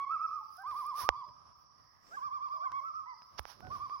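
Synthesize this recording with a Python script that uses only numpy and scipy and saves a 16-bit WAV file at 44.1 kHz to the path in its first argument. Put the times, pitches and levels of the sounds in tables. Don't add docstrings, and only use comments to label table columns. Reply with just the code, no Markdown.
import sys
import numpy as np
from scipy import signal
from scipy.fft import rfft, irfft
from scipy.io import wavfile

SR = 44100
rng = np.random.default_rng(int(sys.argv[2]) if len(sys.argv) > 2 else 0)


def dump(signal):
    limited = np.clip(np.atleast_2d(signal).T, -1, 1)
    pcm = np.round(limited * 32767).astype(np.int16)
    wavfile.write(sys.argv[1], SR, pcm)


N = 176400
T = np.arange(N) / SR


def from_db(db):
    return 10 ** (np.asarray(db) / 20)


def unit_rms(x):
    return x / np.sqrt(np.mean(x ** 2) + 1e-20)


def pan(db):
    return unit_rms(from_db([[db / 2], [-db / 2]]))


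def drift(rate_hz, size=N):
    pole = np.exp(-80 * np.pi * rate_hz / SR)
    slow = signal.lfilter([1], [1, -2 * pole, pole * pole], rng.standard_normal(size // 40 + 2002))
    return np.interp(np.arange(size) / 40, np.arange(len(slow) - 2000), unit_rms(slow[2000:]))


def bin_gains(spectrum):
    hz, db = np.transpose(spectrum)
    return from_db(np.interp(np.log(np.fft.rfftfreq(N, 1 / SR) + 1), np.log(hz), db))


def noise(spectrum):
    return unit_rms(irfft(rfft(rng.standard_normal((2, N))) * bin_gains(spectrum), N))


def swells(rows):
    return sum(from_db(db) * np.exp(-.5 * ((T - s) / sigma) ** 2) for s, sigma, db in rows)


def bursts(rows, decay_s):
    return sum(from_db(db) * (T >= s) * np.exp(-np.abs(T - s) / decay_s) / 2 for s, db in rows)


def click(time_s, cutoff_hz):
    impulse = np.zeros(N)
    impulse[int(time_s * SR)] = 1
    pole = np.exp(-2 * np.pi * cutoff_hz / SR)
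    return signal.lfilter([1 - pole], [1, -pole], impulse + 1e-18)


def ring(x, hz, t60_s):
    r, w = np.exp(-np.log(1000) / (t60_s * SR)), 2 * np.pi * hz / SR
    return signal.lfilter([0, np.sin(w)], [1, -2 * r * np.cos(w), r * r], x + 1e-18)


def knock(spectrum):
    cepstrum = irfft(np.log(bin_gains(spectrum)), N)[:N // 2]
    response = irfft(np.exp(rfft(2 * cepstrum, N)), N)[:SR // 20]
    return -response / np.abs(response).max()


def echoes(x, delay_s, t60_s):
    response = rng.standard_normal((2, N)) * (T > delay_s) * np.exp(-np.log(1000) * T / t60_s)
    response /= np.sqrt(np.sum(response ** 2, axis=1, keepdims=True))
    return signal.fftconvolve(x[None], response, axes=1)[:, :len(x)]


# (frequency [Hz], level [dB])
AIR_SPECTRUM = [(25, -27), (60, -1.5), (100, 0.5), (200, -9), (400, -17), (800, -9.5), (1200, -9),
                (2000, -24.5), (3500, -28), (6500, -33.5), (8200, -51.5), (10300, -30), (13000, -47),
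                (16000, -44.5)]


def night_air():
    return noise(AIR_SPECTRUM) * from_db(-72 + 3.2 * drift(rate_hz=6)) * pan(db=-3.5)


# (frequency [Hz], level [dB])
CHORUS_SPECTRUM = [(3000, -52.5), (4200, -18.5), (4700, -4), (5300, 4.5), (5750, 2.5), (6200, -34),
                   (7200, -37), (9000, -51)]
BUZZ_SPECTRUM = [(6000, -28.5), (9500, -1.5), (12000, -3), (14500, 12), (16000, 6.5)]
# (centre [s], sigma [s], level [dB])
BUZZES = [(.42, 0.13, -76.5), (1.28, 0.047, -84), (1.6, 0.03, -79), (1.88, 0.096, -85), (2.17, .1, -76),
          (2.54, 0.057, -78.5), (2.83, 0.05, -76.5), (3.27, 0.089, -81), (3.7, .15, -88), (4.0, 0.053, -99)]


def insects():
    chorus = noise(CHORUS_SPECTRUM) * from_db(-71 + 1.8 * drift(rate_hz=13)) * pan(db=-10)
    return chorus + noise(BUZZ_SPECTRUM) * swells(BUZZES) * pan(db=1)


# (time [s], level [dB])
NEAR_CHIRPS = [(.572, -63), (1.287, -61.5), (1.915, -68), (2.572, -63), (3.228, -59), (3.985, -60.5)]
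FAR_CHIRPS = [(.28, -64.5), (.9, -62), (1.59, -71), (2.25, -69), (2.9, -72.5), (3.62, -73)]
STROKE_GAP_S, STROKE_SIGMA_S, STROKE_GROWTH_DB = .042, .007, 2.5


def cricket(chirps, hz, drop_hz, wet_db):
    song = np.zeros(N)
    for last_s, db in chirps:
        for k in range(4):
            u = (T - last_s + k * STROKE_GAP_S) / STROKE_SIGMA_S
            on = np.abs(u) < 4
            pitch_hz = hz * (1 - .018 * k) - drop_hz * np.maximum(u[on], 0) ** 2
            envelope = from_db(db - STROKE_GROWTH_DB * k) * np.exp(-.5 * u[on] ** 2)
            song[on] += envelope * np.sqrt(2) * np.sin(2 * np.pi * np.cumsum(pitch_hz) / SR)
    return song + from_db(wet_db) * echoes(song, delay_s=.005, t60_s=.5)


# (frequency [Hz], level [dB])
TICK_SPECTRUM = [(100, -11.5), (500, 0.5), (1200, 14.5), (3000, -4), (5500, -2), (8000, -35.5),
                 (11000, -31), (16000, -32.5)]
HISS_SPECTRUM = [(300, 4.5), (1500, 2), (4000, -11.5), (6000, -5.5), (9000, -12.5), (12000, -37),
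                 (16000, -25)]
# (time [s], level [dB])
TICKS = [(0.712, -41.5), (1.009, -76), (1.288, -51), (1.309, -71), (2.069, -48.5), (2.485, -44.5),
         (2.719, -37), (2.882, -51), (3.22, -45)]


def campfire():
    ticks = noise(TICK_SPECTRUM) * bursts(TICKS, decay_s=.0024) * pan(db=-2.5)
    hiss = noise(HISS_SPECTRUM) * swells([(2.14, .064, -63)]) * pan(db=2.5)
    return ticks + hiss


# (frequency [Hz], level [dB])
SWISH_SPECTRUM = [(4000, -33), (6000, -6.5), (8200, -16), (10200, 8), (12000, 3), (13500, -1.5),
                  (16000, 5.5)]
RASP_SPECTRUM = [(60, -14.5), (400, -7), (1100, 9.5), (2500, -5), (4200, -3), (5600, 6.5), (6600, -16),
                 (8200, -34), (16000, -27.5)]
# (centre [s], sigma [s], swish [dB], rasp [dB])
RUBS = [(0.564, 0.043, -68.5, -71.5), (.8, 0.067, -62.5, -63.5), (1.011, 0.029, -45, -44.5),
        (3.388, 0.0052, -64, -40.5), (3.503, 0.023, -62.5, -52.5), (3.573, 0.2, -78.5, -68.5),
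        (3.762, 0.032, -71.5, -62), (3.92, .1, -79.5, -70.5)]
# (time [s], level [dB])
SNAPS = [(.541, -55), (.568, -45.5), (.619, -47), (.679, -50), (.865, -41), (3.3939, -33), (3.4025, -45),
         (3.4298, -52.5), (3.605, -51)]
FINGER_PAN_DB = -35


def finger_rubs():
    grain = from_db(.5 * drift(rate_hz=160))
    slides = grain * swells((s, sigma, db) for s, sigma, db, _ in RUBS)
    swish = noise(SWISH_SPECTRUM) * (slides + bursts(SNAPS, decay_s=.0015))
    rasp = noise(RASP_SPECTRUM) * grain * swells((s, sigma, db) for s, sigma, _, db in RUBS)
    return (swish + rasp) * pan(FINGER_PAN_DB)


# (frequency [Hz], level [dB])
BUMP_SPECTRUM = [(25, -34.5), (65, -0.5), (120, -5), (250, -16), (700, -20), (2000, -47.5), (6000, -71.5)]
# (centre [s], sigma [s], level [dB])
BUMPS = [(.72, 0.032, -63.5), (1.04, 0.017, -57), (1.295, 0.018, -62), (2.265, 0.011, -61),
         (2.44, 0.018, -72), (2.73, .015, -63.5), (3.68, 0.063, -51), (3.85, 0.12, -63)]


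def grip_bumps():
    return noise(BUMP_SPECTRUM) * swells(BUMPS) * pan(db=-14.5)


# (frequency [Hz], level [dB])
CASING_SPECTRUM = [(30, -6), (180, -26), (330, -11), (550, -2.5), (700, -2.5), (830, 2), (1300, -2),
                   (2200, -10.5), (4600, -22.5), (5300, -18.5), (5700, -16), (6200, -29), (8500, -46),
                   (10300, -44), (16000, -40.5)]
# (time [s], click drive [dB], thump drive [dB])
TAPS = [(1.0904, -4, -30), (3.3936, -21, -30.5), (3.454, -29, -52), (3.606, -39, -72), (3.650, -44, -49),
        (3.670, -38, -51), (3.716, -39.5, -55.5), (3.897, -39.5, -77)]


def finger_taps():
    contacts = sum(from_db(db) * click(s, cutoff_hz=14000) for s, db, _ in TAPS)
    casing = signal.fftconvolve(contacts, knock(CASING_SPECTRUM))[:N]
    pushes = sum(from_db(db) * click(s, cutoff_hz=70) for s, _, db in TAPS)
    highpass = signal.butter(2, 58, "high", fs=SR, output="sos")
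    thumps = signal.sosfilt(highpass, ring(pushes, hz=66, t60_s=.092))
    return casing * pan(FINGER_PAN_DB) + thumps * pan(db=-25)


# (frequency [Hz], level [dB])
CRY_SPECTRUM = [(1200, -42), (1700, 7.5), (1950, 9.5), (2200, -6), (2700, -38)]
# (centre [s], sigma [s], level [dB])
CRY_SWELL = [(1.93, .12, -75.5)]


def distant_cry():
    return noise(CRY_SPECTRUM) * swells(CRY_SWELL) * pan(db=-16.5)


# (time [s], left microphone lag [ms], early echo send [dB])
TURN = [(0, -0.068, 3), (1.199, -0.1, -2), (2.1, 0.34, -6.5), (2.701, 0.32, -2.5), (3.0, 0.3, -4),
        (3.8, 0.24, -1)]
# (delay [s], level [dB], left minus right [dB])
SLAPS = [(.048, -19, -3), (.073, -12.5, -4.5)]
EARLY_DB, TAIL_DB = -11, -19.5
LOON_TIME_S = np.arange(-SR // 2, N) / SR


def across_lake(voice):
    t = LOON_TIME_S
    turn_s, lag_ms, send_db = np.transpose(TURN)
    lag_s = np.interp(t, turn_s, lag_ms) / 1000
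    direct = np.array([np.interp(t - lag_s, t, voice), voice]) * pan(db=-5.5)
    send = voice * from_db(np.interp(t, turn_s, send_db))
    trees = from_db(EARLY_DB) * echoes(send, delay_s=.03, t60_s=.93)
    shore = from_db(TAIL_DB) * echoes(voice, delay_s=.12, t60_s=4.3)
    slaps = sum(from_db(db) * pan(side_db) * np.interp(t - delay_s, t, send)
                for delay_s, db, side_db in SLAPS)
    return (direct + slaps + pan(db=-4.5) * (trees + shore))[:, -N:]


# (start [s], end [s], crest time [s], waver rate [Hz], trough pitch [Hz], crest pitch [Hz],
# sag [Hz/s], level [dB], trough dip [dB], harmonic 2 [dB], harmonics 3-4 [dB])
LOON_NOTES = [(-.02, 0.05, .03, 7.5, 1035, 1121, -17.5, -36, -11.5, -22, -38),
              (.088, 0.267, .135, 9.2, 1088, 1325, 207.5, -33, 21.5, -35, -50.5),
              (.275, 0.412, .35, 9.62, 1080, 1239, 1, -39.5, 11, -38, -48.5),
              (.407, 0.432, .40, 7.1, 762, 894, -8, -54.5, 4.5, -56.5, -42.5),
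              (0.583, 0.633, .625, 7.7, 659.5, 787, -0.5, -53, -4.5, 0.5, -34),
              (.638, 1.108, 0.79, 10.36, 972, 1218, 25.5, -38, 5.5, -33, -35.5),
              (1.12, 1.255, 1.19, 9.97, 951, 1165, 5, -43.5, 3.5, -34, -30),
              (1.263, 1.3, 1.27, 5.4, 554, 611, -0.5, -70.5, 17, -17.5, -23),
              (2.112, 2.162, 2.172, 7.1, 586, 833, 1, -57, 18.5, 11.5, -32.5),
              (2.17, 2.703, 2.252, 10.36, 962.8, 1200, 15.5, -37, 15.5, -35, -40),
              (2.532, 2.607, 2.555, 5.5, 547, 655, 13, -62.5, 3.5, -7, -27),
              (2.617, 2.658, 2.665, 9, 598, 786, -10, -57, 7, 8.5, -24),
              (2.659, 2.808, 2.768, 8.1, 922, 1129, -12.5, -35.5, 30.5, -24, -40),
              (2.83, 3.044, 2.875, 9.5, 1097, 1326, 210, -40, 9, -43, -54.5),
              (2.807, 2.858, 2.80, 5, 536, 632, -0.5, -69, 1, -15.5, -26),
              (3.059, 3.173, 3.10, 8.67, 869, 1028, -5.5, -45.5, 28.5, -14.5, -40),
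              (3.626, 3.687, 3.66, 6.2, 642, 746.5, 7.5, -53, 6, -3, -30),
              (3.7, 4.042, 3.738, 10.04, 935, 1198, 12.5, -39, 27.5, -29.5, -38)]
# (frequency [Hz], level [dB])
OVERTONE_SPECTRUM = [(2700, -26.5), (3100, -5), (3380, 2.5), (3650, -11), (4200, -9), (4800, 9),
                     (5300, -6.5)]
CREST_SHAPE, NOTE_EDGE_S, PITCH_JITTER = 1.25, .014, .0084
BREAK_SHARPNESS = 2.72


def loons():
    t = LOON_TIME_S
    voice = np.zeros(len(t))
    wobble = 1 + PITCH_JITTER * drift(rate_hz=80, size=len(t))
    for start, end, crest, rate_hz, low_hz, high_hz, sag, db, dip_db, octave_db, upper_db in LOON_NOTES:
        on = (t > start - NOTE_EDGE_S / 2) & (t < end + NOTE_EDGE_S / 2)
        from_crest_s = t[on] - crest
        arch = np.abs(np.cos(np.pi * rate_hz * from_crest_s)) ** CREST_SHAPE
        pitch_hz = (low_hz + (high_hz - low_hz) * arch - sag * from_crest_s) * wobble[on]
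        phase = 2 * np.pi * np.cumsum(pitch_hz) / SR
        tone = np.sin(phase) + from_db(octave_db) * np.sin(2 * phase)
        for k in (3, 4):
            colour_db = np.interp(k * pitch_hz, *np.transpose(OVERTONE_SPECTRUM))
            tone += from_db(upper_db + colour_db) * np.sin(k * phase)
        inside_s = np.minimum(t[on] - start, end - t[on])
        gate = np.sin(np.pi / 2 * np.clip(inside_s / NOTE_EDGE_S + .5, 0, 1)) ** 2
        level_db = db - dip_db * (1 - arch) ** BREAK_SHARPNESS
        voice[on] += np.sqrt(2) * from_db(level_db) * gate * tone
    return voice


def scene():
    air = night_air()
    calls = across_lake(loons()) + distant_cry()
    near_cricket = cricket(NEAR_CHIRPS, hz=5070, drop_hz=152, wet_db=-2) * pan(db=-5)
    far_cricket = cricket(FAR_CHIRPS, hz=5200, drop_hz=30, wet_db=-5) * pan(db=8)
    background = air + insects() + near_cricket + far_cricket
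    handling = finger_rubs() + grip_bumps() + finger_taps()
    return background + campfire() + handling + calls


def record(dry):
    return signal.sosfilt(signal.ellip(10, .1, 80, 15900, fs=SR, output="sos"), dry)


dry = scene()
out = record(dry)
dump(out)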